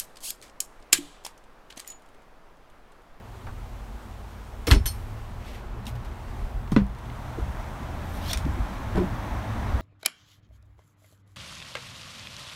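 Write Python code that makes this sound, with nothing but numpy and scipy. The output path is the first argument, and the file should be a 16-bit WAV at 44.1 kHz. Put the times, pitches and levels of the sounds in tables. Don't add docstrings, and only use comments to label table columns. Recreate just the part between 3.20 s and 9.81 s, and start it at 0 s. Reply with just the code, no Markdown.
import sys
import numpy as np
from scipy import signal
from scipy.fft import rfft, irfft
from scipy.io import wavfile
from scipy.ndimage import uniform_filter1d

SR = 44100
rng = np.random.default_rng(int(sys.argv[2]) if len(sys.argv) > 2 else 0)


def amplitude_ratio(level_db):
    exponent = np.asarray(level_db, float) / 20
    return 10 ** exponent


def waveform_to_disk(signal):
    frames = np.transpose(np.atleast_2d(signal))
    scaled = np.clip(frames, -1, 1) * 32767
    samples = np.round(scaled).astype(np.int16)
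    wavfile.write(sys.argv[1], SR, samples)


N = 291501

# time_s, level_db
ROAD_LEVEL = [
    (0, -49.5),
    (1.0, -49),
    (2.2, -47),
    (3.2, -45),
    (3.75, -46.5),
    (4.1, -42),
    (5.0, -40),
    (5.6, -39),
    (6.61, -36),
]


def evened(x):
    return x / np.sqrt(np.mean(x ** 2) + 1e-20)


def flutter(count, size):
    return evened(uniform_filter1d(rng.standard_normal(count), size=size))


def read(points, hz):
    f, value = np.transpose(points)
    return np.interp(np.log(hz + 1), np.log(f + 1), value)


def add(mix, s, sound):
    part = mix[round(s * SR):][:len(sound)]
    part += sound[:len(part)]


def curve(rows, axis=1):
    rows = np.asarray(rows)
    return np.interp(np.arange(N) / SR, rows[:, 0], rows[:, axis])


def hump(s, width_s):
    return np.exp(-((np.arange(N) / SR - s) / width_s) ** 2)


def swelling(t, swell_s):
    return t / swell_s * np.exp(1 - t / swell_s)


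def coloured(x, spectrum, tilt_db=0):
    hz = np.fft.rfftfreq(len(x), 1 / SR)
    gain_db = read(spectrum, hz) + tilt_db * np.log2((hz + 50) / 4000)
    return evened(irfft(rfft(x) * amplitude_ratio(gain_db), len(x)))


def wash(spectrum, size, patchy_db):
    frames, hz = 4 * N // size + 5, np.fft.rfftfreq(size, 1 / SR)
    real, imag, patches = rng.standard_normal((frames, len(hz), 3)).T
    patches = uniform_filter1d(patches, size=10, axis=0)
    patches = evened(uniform_filter1d(patches, size=12, axis=1))
    z = (real + 1j * imag) * amplitude_ratio(read(spectrum, hz)[:, None] + patchy_db * patches)
    return evened(signal.istft(z, nperseg=size, noverlap=3 * size // 4)[1][:N])


def ringing(modes, factor, ring, weight_db, rise_s, stretch=0, size=SR // 3):
    hz, db, t60_s = np.transpose(modes)[:, :, None]
    t = np.arange(size) / SR
    decay = amplitude_ratio(db + weight_db(hz) - 60 * t / (t60_s * ring))
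    turns = hz * factor * (t + stretch * 0.014 * (1 - np.exp(-t / 0.012)))
    return (decay * np.sin(2 * np.pi * turns)).sum(0) * (1 - np.exp(-t / rise_s))


def pings(rows, damping=1.7, shake_db=1.2):
    out, t = np.zeros(N), np.arange(SR // 4) / SR
    for peak_s, db, hz, swell_s in rows:
        level = amplitude_ratio(db + shake_db * flutter(len(t), 100)) * swelling(t, swell_s) ** damping
        add(out, peak_s - swell_s, level * np.sin(2 * np.pi * hz * t))
    return out


def resonate(x, hz, width_hz):
    turn = np.exp(2j * np.pi * np.cumsum(hz) / SR)
    r = np.exp(-np.pi * width_hz / SR)
    return 2 * (turn * signal.lfilter([1 - r], [1, -r], x / turn)).real


def road_roar():
    # pitch_hz, level_db (per Hz)
    cabin = [(88, -53), (150, -9), (167, -17), (214, 3.5), (315, -14.5), (351, -2.5), (508, -8.5),
             (702, -6), (770, -6), (832, -5.5), (1100, -8.5), (1450, -12.5), (6000, -36), (7800, -48),
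             (13200, -120)]
    # pitch_hz, level_db (per Hz)
    deck_air = [(88, -36), (150, -5.5), (178, 1.5), (228, 1), (456, -12.5), (621, -4.5), (986, -5.5),
                (1380, -10.5), (2000, -16), (2860, -24.5), (3550, -24.5), (4910, -36), (6000, -31.5),
                (7800, -50), (13200, -120)]
    # time_s, open_air_share (0-1)
    doorway = [
        (0, 0.08),
        (3.3, 0.05),
        (4.1, 0.93),
        (6.61, 0.93),
    ]
    outside = np.clip(curve(doorway), 0, 1)
    roar = np.sqrt(1 - outside) * wash(cabin, size=1024, patchy_db=0.9)
    roar += np.sqrt(outside) * wash(deck_air, size=1024, patchy_db=0.92)
    return amplitude_ratio(curve(ROAD_LEVEL) + 1.5) * roar


def air_hiss():
    # pitch_hz, level_db (per Hz)
    hiss = [(1470, 1), (2500, 1), (3260, 0.5), (4950, -4.5), (6300, -4.5), (9220, -7), (10600, -8.5),
            (13200, -9), (15200, -13.5), (16000, -11.5)]
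    # time_s, depth_db, width_s
    shades = [
        (0, -3.5, 0.098),
        (2.6, -5.5, 0.35),
        (3.55, -19, 0.18),
    ]
    swell_db = curve(ROAD_LEVEL) - ROAD_LEVEL[0][1]
    shade_db = sum(db * hump(s, width_s) for s, db, width_s in shades)
    return amplitude_ratio(-58 + 0.37 * swell_db + shade_db) * wash(hiss, size=512, patchy_db=0.5)


def hull_rumble():
    # pitch_hz, level_db (per Hz)
    hull = [(7, -47), (12, -26), (32, 0.5), (51, 1.5), (71, -3), (100, -4), (122, -7), (140, -13.5),
            (163, -37), (230, -56.5)]
    # time_s, level_db
    loads = [
        (1.7, -38.5),
        (2.6, -42),
        (3.3, -41),
        (3.5, -31),
        (4.32, -34.5),
        (5.0, -40),
        (5.32, -29.5),
        (5.8, -33),
        (6.08, -33.5),
        (6.7, -31.5),
    ]
    swell_db = curve(ROAD_LEVEL) - ROAD_LEVEL[0][1]
    power = amplitude_ratio(-41 + 0.45 * swell_db) ** 2
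    power += sum(amplitude_ratio(db) ** 2 * hump(s, width_s=0.18) for s, db in loads)
    return np.sqrt(power) * wash(hull, size=4096, patchy_db=3.0)


def engines():
    # start_s, end_s, from_hz, to_hz, level_db
    drones = [
        (-.1, .68, 110, 120, -48.5),
        (-.1, 1.45, 89, 89, -51),
        (.25, .75, 34, 53, -42),
        (.65, 1.42, 52, 51, -42),
        (1.65, 2.3, 102, 113, -45),
        (1.8, 2.45, 66, 76, -45),
        (2.3, 4.9, 119, 119, -46.5),
        (2.85, 3.45, 82, 82, -47),
    ]
    # time_s, firing_hz, level_db
    pulling = [
        (3.7, 56, -60),
        (4.0, 65, -44),
        (4.55, 72, -42),
        (5.1, 87, -42),
        (5.8, 100, -41),
        (6.61, 110, -39),
    ]
    overtone_db, waver_db, fade_s = -10, 2.0, .1
    t = np.arange(N) / SR

    def waver():
        slow = uniform_filter1d(uniform_filter1d(rng.standard_normal(N), size=3000), size=3000)
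        return amplitude_ratio(waver_db * evened(slow))

    phase = 2 * np.pi * np.cumsum(curve(pulling)) / SR
    tones = waver() * np.sin(phase) + amplitude_ratio(overtone_db) * waver() * np.sin(2 * phase)
    out = amplitude_ratio(curve(pulling, axis=2)) * tones
    for start_s, end_s, from_hz, to_hz, db in drones:
        on = np.clip(np.minimum(t - start_s, end_s - t) / fade_s, 0, 1)
        hz = np.interp(t, (start_s, end_s), (from_hz, to_hz))
        out += amplitude_ratio(db) * on * waver() * np.sin(2 * np.pi * np.cumsum(hz) / SR)
    return np.sqrt(2) * out


def cracks():
    # start_s, level_db, tilt_db_per_octave, tail_db, tail_tilt_db_per_octave
    sharp = [(.268, -48, -4, 14.5, -12.5), (1.469, -33, 3, 5, 1.5), (1.506, -26.5, -4, 3, -9.5),
             (1.5121, -16, .5, -9, -1.5), (1.515, -22.5, -6, 1.5, -0.5), (1.657, -33.5, 4, 2.5, 3.5),
             (2.667, -35, 2, -9, 2), (2.754, -47, -3, 0, -8), (2.848, -51, -1.5, -2, 0),
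             (3.518, -42, 2, -1, 2), (3.563, -28.5, -6, 1.5, -8.5), (5.1316, -21, 3.5, -15, 1),
             (5.134, -27, 2.5, -11, -2), (5.1739, -31, 3, -9, 3), (5.757, -37, -1, 15.5, -15),
             (5.772, -44, -5, 12, -12)]
    # start_s, level_db, tilt_db_per_octave
    ticks = [(2.655, -45, 4), (3.476, -44.5, -8), (3.666, -55, 7), (3.697, -54, -1.5), (3.749, -51, .1),
             (3.786, -47, 1), (3.856, -47, -11), (3.9, -43, -13), (4.63, -52, 2), (5.081, -46, 10),
             (5.099, -37, -8), (5.252, -42, -6)]
    # pitch_hz, level_db
    spectrum = [(300, -44), (900, -3.5), (2000, 0.5), (3800, 2), (5500, -1), (7500, -4.5), (9300, -4.5),
                (12000, -9), (16000, -18)]
    # pitch_hz, level_db, t60_s
    snap_modes = [(2300, -9, .018), (3000, -4, .016), (3600, 0, .02), (4300, -2, .016), (5500, -4, .016),
                  (7000, -9, .012), (8500, -8, .012), (9500, -6, .014), (11800, -13, .01),
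                  (13500, -12, .01), (15000, -13, .01)]
    out, t = np.zeros(N), np.arange(SR // 4) / SR
    rows = [(*row, 0.16) for row in sharp]
    rows += [(s, db, tilt_db, -3, tilt_db / 2 - 1.5, 0.06) for s, db, tilt_db in ticks]
    for s, db, tilt_db, tail_db, dull_db, t60_s in sorted(rows):
        grit, bright, dull = rng.standard_normal((3, len(t)))
        spot_db = 2.0 * rng.standard_normal((len(snap_modes), 1))
        snap = ringing(snap_modes, rng.uniform(0.93, 1.03), 0.7,
                       lambda hz: spot_db + tilt_db * np.log2(hz / 4000), rise_s=1e-4, size=2048)
        add(out, s, amplitude_ratio(db - 4.5) * snap)
        tail = amplitude_ratio(-60 * t / (0.82 * t60_s)) * coloured(bright, spectrum, dull_db - 1.0)
        tail += amplitude_ratio(-60 * t / t60_s) * coloured(dull, spectrum, dull_db - 3.5)
        tail *= amplitude_ratio(tail_db + 1.0) * (1 - np.exp(-t / 0.00047))
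        burst = np.exp(-t / 0.0017) * coloured(grit, spectrum, tilt_db)
        add(out, s, amplitude_ratio(db - 4) * (burst + tail))
    return out


def door_leaf():
    # start_s, level_db, pitch_factor, hardness_db_per_octave
    bumps = [(.268, -40, 0.63, 7), (.281, -40, 0.76, 6.5), (.291, -44, 0.55, 11), (1.47, -18.5, 1.02, 2),
             (1.475, -18.5, 1.17, 2.5), (1.488, -26, 1.1, 4), (1.499, -19, 1.04, 2),
             (1.513, -22.5, .99, 12), (1.521, -12.5, 0.94, -1.5), (1.533, -16, .98, 0.5),
             (1.555, -18.5, .97, -1), (1.657, -28.5, 1.01, 5.5)]
    # pitch_hz, level_db, t60_s
    leaf = [(182, -6.5, 0.21), (229, 2.5, .15), (301, 4, 0.12), (399, 3, 0.11), (512, -4.5, 0.099),
            (650, -5, 0.095), (820, -9, 0.092), (1043, -5, .07), (1366, -6.5, 0.047), (1543, -7, 0.06),
            (1720, -7.5, 0.058), (2044, -7, 0.052), (2606, -10, 0.035), (3000, -33, 0.074)]
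    # peak_s, level_db, pitch_hz, swell_s
    fittings = [(1.4714, -32, 5650, .0015), (1.473, -38, 4350, .002), (1.472, -32, 2650, .002),
                (1.48, -34, 4220, .002), (1.481, -28, 1290, .002), (1.4814, -31, 2200, .003),
                (1.5122, -13, 3350, .0008), (1.5123, -11, 4150, .0009), (1.5124, -17, 2850, .0008),
                (1.5128, -27, 5000, .0007), (1.5128, -25, 6420, .0007), (1.513, -27, 9000, .0007),
                (1.5138, -32, 12020, .0008), (1.5135, -36, 14000, .0008), (1.518, -22, 2073, .003),
                (1.5178, -29, 5640, .0015), (1.5198, -32, 6630, .0015), (1.5198, -34, 8180, .0015),
                (1.5208, -35, 11890, .0015), (1.522, -22, 3280, .002), (1.5233, -33, 5170, .0015),
                (1.5296, -26, 2540, .0015), (1.53, -25, 2910, .002), (1.5298, -34, 5030, .0015),
                (1.5333, -29, 1500, .002), (1.5343, -32, 3420, .0015), (1.5363, -27, 2150, .002),
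                (1.5363, -31, 4480, .0015), (1.537, -29, 2650, .0015)]
    out = pings(fittings)
    for s, db, factor, hard_db in bumps:
        spot_db = 2.5 * rng.standard_normal((len(leaf), 1))
        ring = ringing(leaf, factor, 0.96, lambda hz: spot_db + hard_db * np.log2(hz / 500), rise_s=0.0031)
        add(out, s, amplitude_ratio(db - 11) * ring)
    return out


def latch():
    # pitch_hz, level_db, t60_s
    steel = [(3120, -16, .1), (4260, -7, .14), (4380, -6, .13), (4900, -12, .06), (5335, -6, .17),
             (5700, -4, .05), (6088, 0, .075), (6250, -10, .09), (7160, -13, .06), (8450, -8, .07),
             (8590, -8, .17), (9432, -11, .15), (9588, -8, .16), (9622, -14, .12), (10760, -20, .15),
             (11386, 0, .095), (11550, -10, .05), (12883, -16, .17), (13100, -24, .06), (13980, -5, .05),
             (14945, -2, .085), (15600, -10, .05)]
    # start_s, level_db, loudest_hz, spread_octaves, free_s
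    strikes = [(1.469, -32, 5500, 0.11, .03), (1.469, -44, 15500, .1, .025), (1.4805, -24, 5400, .1, .01),
               (1.482, -32, 11300, .08, 0.026), (1.544, -29, 5040, 0.22, .4), (1.546, -36, 9600, 0.1, .4),
               (1.656, -36, 8450, 0.04, .007), (1.657, -30, 14600, 0.59, .4),
               (1.662, -44, 10700, 0.1, .044), (1.658, -36, 6100, 0.07, 0.36), (1.714, -52, 5400, .3, .4)]
    # peak_s, level_db, near_hz, swell_s
    swings = [(1.4715, -42, 8590, .002), (1.485, -40, 8590, .003), (1.49, -44, 9430, .008),
              (1.493, -43, 9588, .008), (1.506, -35, 11386, .004), (1.473, -40, 15600, .004),
              (1.56, -44, 4380, .01), (1.666, -31, 11386, .009), (1.668, -36, 9430, .008),
              (1.669, -36, 9588, .01), (1.67, -46, 3120, .012), (1.672, -45, 4900, .005),
              (1.666, -42, 5700, .005), (1.669, -42, 4380, .003), (1.684, -37.5, 8590, 0.0132),
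              (1.684, -41, 4260, .012), (1.686, -39.5, 4380, .012), (1.677, -39, 5335, .013),
              (1.74, -56, 8590, .015), (1.74, -59, 5335, .012), (1.658, -33, 8590, .0015),
              (1.664, -38, 6090, .004), (1.674, -34, 6090, .006), (1.685, -48, 12883, .012),
              (1.704, -52, 6090, .004), (1.718, -52, 6250, .003), (1.712, -53, 14945, .008),
              (1.735, -56, 11386, .012), (1.712, -46, 9622, .008), (1.668, -43, 7160, .004)]
    modes_hz = np.transpose(steel)[0]
    nearest = [(s, db, modes_hz[abs(modes_hz - hz).argmin()], swell_s) for s, db, hz, swell_s in swings]
    out, t = pings(nearest, damping=1, shake_db=2.4), np.arange(SR // 3) / SR
    for s, db, top_hz, spread, free_s in strikes:
        ring = ringing(steel, 1, 1, lambda hz: -6 * (np.log2(hz / top_hz) / spread) ** 2, rise_s=.002)
        chatter = amplitude_ratio(2.4 * flutter(len(t), 120))
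        held_db = -3000 * np.maximum(t - free_s, 0)
        add(out, s, amplitude_ratio(db + held_db) * chatter * ring)
    return out


def thumps():
    # start_s, peak_db, pitch_hz, swell_s
    landings = [(1.562, -8.5, 44, 0.0072), (1.604, -17.5, 73.4, 0.0072), (1.646, -20, 34.8, 0.012),
                (1.75, -32, 31.5, 0.055), (3.344, -26, 40.5, 0.025), (3.49, -27, 27, .05),
                (3.597, -24, 54.2, 0.032), (4.215, -18.5, 59.5, 0.01), (4.277, -23, 67.5, 0.01),
                (4.192, -26, 58.5, 0.0092), (5.158, -19, 58.3, 0.0088), (5.284, -19, 68, 0.0076),
                (5.325, -24, 59.6, 0.0099), (5.392, -18, 52, 0.014), (5.76, -23.5, 71, 0.017),
                (6.117, -26, 50, 0.01), (6.161, -24.5, 56.7, 0.015), (6.418, -34, 71.4, 0.013),
                (6.529, -16.5, 67.5, 0.014)]
    # start_s, peak_db, pitch_hz, swell_s
    shudders = [(1.472, -28.5, 482, 0.0054), (1.5175, -13.5, 133, 0.0046), (1.482, -20, 86, 0.008),
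                (1.484, -28, 287, 0.0064), (2.6, -38.5, 201, 0.016), (2.666, -36, 230, 0.0089),
                (3.618, -17, 134, 0.0022), (4.172, -36.5, 456, 0.01), (4.184, -25.5, 330, 0.003),
                (5.245, -24, 150, 0.0094), (5.263, -21, 267, 0.003), (5.238, -24, 66, .015),
                (5.372, -34, 350, .005), (5.385, -32, 240, .005), (5.365, -35, 253, 0.0061),
                (5.289, -35, 296, 0.0083), (5.4, -29, 108, 0.011), (5.855, -35.5, 290, 0.01),
                (2.3, -46, 595, .01), (5.746, -24.5, 140, 0.0094), (5.75, -25.5, 334, 0.01),
                (5.765, -22.5, 187.3, 0.025), (5.777, -22, 274, 0.0054), (5.797, -21, 359, 0.012),
                (5.83, -25, 185.5, 0.0092), (5.762, -33.5, 612, 0.011), (5.766, -32, 800, 0.0051),
                (5.77, -33, 975, 0.0068), (5.773, -27.5, 418, 0.014)]
    out, t = np.zeros(N), np.arange(SR // 4) / SR
    for s, db, hz, swell_s in landings + shudders:
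        add(out, s, -amplitude_ratio(db) * swelling(t, swell_s) * np.sin(2 * np.pi * hz * t))
    return out


def slam():
    # start_s, peak_db, final_hz, swell_s, stretch, slackening_s
    wall = (1.5135, -4.6, 37, .0102, 1.65, .016)
    out, t = np.zeros(N), np.arange(SR // 4) / SR
    s, db, hz, swell_s, stretch, slack_s = wall
    turns = hz * (t + stretch * slack_s * (1 - np.exp(-t / slack_s)))
    add(out, s, -amplitude_ratio(db) * swelling(t, swell_s) * np.sin(2 * np.pi * turns))
    return out


def scuffs():
    # start_s, rise_s, fall_s, peak_db, tilt_db_per_octave
    strokes = [(1.6, 0.12, 0.36, -55, 3), (2.17, .11, 0.21, -47.5, -6), (2.31, .04, .08, -49.5, -2.5),
               (2.666, 0.011, .055, -42.5, -.1), (2.74, .018, .04, -57, 4), (2.835, .015, .09, -60, 2),
               (3.08, .124, 0.12, -60, -.5), (4.7, 0.27, 0.15, -50, 3), (5.0, 0.114, .02, -38.5, 1),
               (5.43, .108, .08, -52, -9), (5.735, 0.041, 0.1, -44, -9)]
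    # pitch_hz, level_db (per Hz)
    rubbing = [(700, -32), (1300, -14), (2200, 1), (3500, -3.5), (5000, -7.5), (7500, -12.5), (10500, -13),
               (13000, -13), (16500, -28)]
    edge_db = -23
    out, t = np.zeros(N), np.arange(SR // 2 + SR // 10) / SR
    for s, rise_s, fall_s, db, tilt_db in strokes:
        slips = rng.standard_normal((2, len(t))) * amplitude_ratio(1.8 * flutter(len(t), 120))
        bright = 1 / (1.5 + np.exp(-tilt_db))
        rub = np.sqrt(1 - bright) * coloured(slips[0], rubbing, -2.0)
        rub += np.sqrt(bright) * coloured(slips[1], rubbing, 5.6)
        away = np.maximum((rise_s - t) / rise_s, (t - rise_s) / fall_s)
        add(out, s, amplitude_ratio(db + edge_db * away) * rub * np.clip(10 * (1 - away), 0, 1))
    return out


def heel_taps():
    # peak_s, level_db, pitch_hz, swell_s
    taps = [(2.6684, -33, 3700, .0012), (2.6684, -43, 5470, .001), (2.6684, -40, 2710, .0012),
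            (2.679, -43, 3400, .0015), (2.68, -42, 2760, .0015), (1.66, -36, 1800, .003),
            (2.68, -43, 820, .003), (3.5182, -44, 6500, .001), (3.5194, -41, 3140, .0015),
            (3.527, -31.5, 1035, 0.0022), (3.5637, -36, 5470, 0.0011), (3.564, -27, 2560, 0.00097),
            (3.5643, -31, 4180, .001), (3.5648, -24, 1465, .0015), (3.5648, -29, 2010, .0015),
            (3.5638, -20, 1300, .0007), (3.588, -41, 2410, .002), (5.776, -30, 732, 0.0031),
            (5.78, -36, 1500, .003), (5.786, -40, 2300, .003), (5.768, -38, 1850, .003),
            (5.783, -20, 345, .002), (5.796, -35, 990, 0.0059), (5.819, -36, 732, .005),
            (5.822, -36, 603, .005), (5.821, -25, 290, .004), (5.839, -35.5, 570, .006),
            (5.872, -30, 120, 0.0078)]
    return pings(taps)


def deck_knocks():
    # start_s, level_db, pitch_factor, hardness_db_per_octave, stretch
    knocks = [
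        (3.52, -15.5, 0.603, 0.5, 0.85),
        (3.564, -6, 1.015, 0.5, 0.303),
    ]
    # pitch_hz, level_db, t60_s
    panel = [(125, -3.5, 0.15), (192.8, 0.5, 0.34), (216, 5.5, 0.062), (292, -10.5, 0.14), (381, -17, 0.18),
             (393, -18.5, 0.264), (493, -18, 0.21), (800, -8.5, 0.045), (918, -10.5, 0.039),
             (1383, -23, 0.1), (1790, -18.5, 0.032)]
    out = np.zeros(N)
    for s, db, factor, hard_db, stretch in knocks:
        ring = ringing(panel, factor, 0.71, lambda hz: hard_db * np.log2(hz / 200), 0.0019, stretch)
        add(out, s, amplitude_ratio(db - 3) * ring)
    return out


def sole_drag():
    # peak_s, level_db, pitch_hz, swell_s
    crackle = [(5.076, -38, 3100, .0015), (5.0854, -38, 4440, .002), (5.093, -40, 4310, .0015),
               (5.0953, -36, 1770, .002), (5.0963, -39, 5640, .0015), (5.1008, -33, 3400, .0015),
               (5.1048, -33, 3350, .0015), (5.1048, -34, 4310, .0015), (5.1093, -32, 5600, .0015),
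               (5.1322, -28, 9390, .0006), (5.1322, -29, 10160, .0006), (5.1322, -30, 8300, .0006),
               (5.112, -32, 680, .003), (5.136, -35, 1150, .003), (5.138, -35, 650, .003),
               (5.1332, -28, 4650, .0008), (5.1332, -33, 2240, .001), (5.1337, -32, 6550, .001),
               (5.1342, -27, 5430, .0015), (5.1345, -28, 6000, .0012), (5.1377, -34, 2370, .002),
               (5.1397, -31, 3660, .0015), (5.14, -38, 8200, .0015), (5.148, -38, 2370, .004),
               (5.1487, -37, 5860, .002), (5.158, -43, 6000, .0015), (5.1743, -33, 9250, .0006),
               (5.1743, -33, 2280, .0008), (5.1744, -33, 6930, .0006), (5.1744, -33, 5400, .0006),
               (5.1744, -34, 3500, .0006)]
    # start_s, level_db, from_hz, to_hz, length_s
    squeak = (5.11, -28, 2800, 4500, .012)
    grip_s, hold_s, slip_s = 0.1, 0.036, 0.02
    out, t = pings(crackle), np.arange(SR // 5) / SR
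    hz = 2900 + 5200 * t
    noise = rng.standard_normal(len(t))
    grip_db = -12 * np.maximum(1 - t / grip_s, 0)
    slip_db = -16 * np.maximum(t - grip_s - hold_s, 0) / slip_s
    bands = resonate(noise, hz, 300)
    bands += 0.61 * resonate(noise, 1.24 * hz, 350)
    bands += 0.37 * resonate(noise, 1.57 * hz, 460)
    add(out, 5.01, amplitude_ratio(-39.5 + grip_db + slip_db) * evened(bands))
    s, db, from_hz, to_hz, length_s = squeak
    glide_hz = np.linspace(from_hz, to_hz, round(length_s * SR))
    add(out, s, amplitude_ratio(db) * np.hanning(len(glide_hz)) * np.sin(2 * np.pi * np.cumsum(glide_hz) / SR))
    return out


def scene():
    surroundings = road_roar() + air_hiss() + hull_rumble() + engines()
    closing = cracks() + door_leaf() + latch() + slam()
    walking = thumps() + scuffs() + heel_taps() + deck_knocks() + sole_drag()
    return (surroundings + closing + walking)[None]


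def band_limit(x):
    return signal.sosfilt(signal.butter(12, 16980, fs=SR, output="sos"), x)


def record(dry):
    overload, notch_hz, notch_wide_hz, notch_db, edge_hz = 1.25, 10470, 250, -7, 15900
    hz = np.fft.rfftfreq(N, 1 / SR)
    response_db = notch_db * np.exp(-((hz - notch_hz) / notch_wide_hz) ** 2)
    response_db -= 45 / (1 + np.exp((edge_hz - hz) / 60))
    rounded = overload * np.tanh(dry / overload)
    mix = irfft(rfft(rounded) * amplitude_ratio(response_db), N)
    return band_limit(mix)


dry = scene()
out = record(dry)
waveform_to_disk(out)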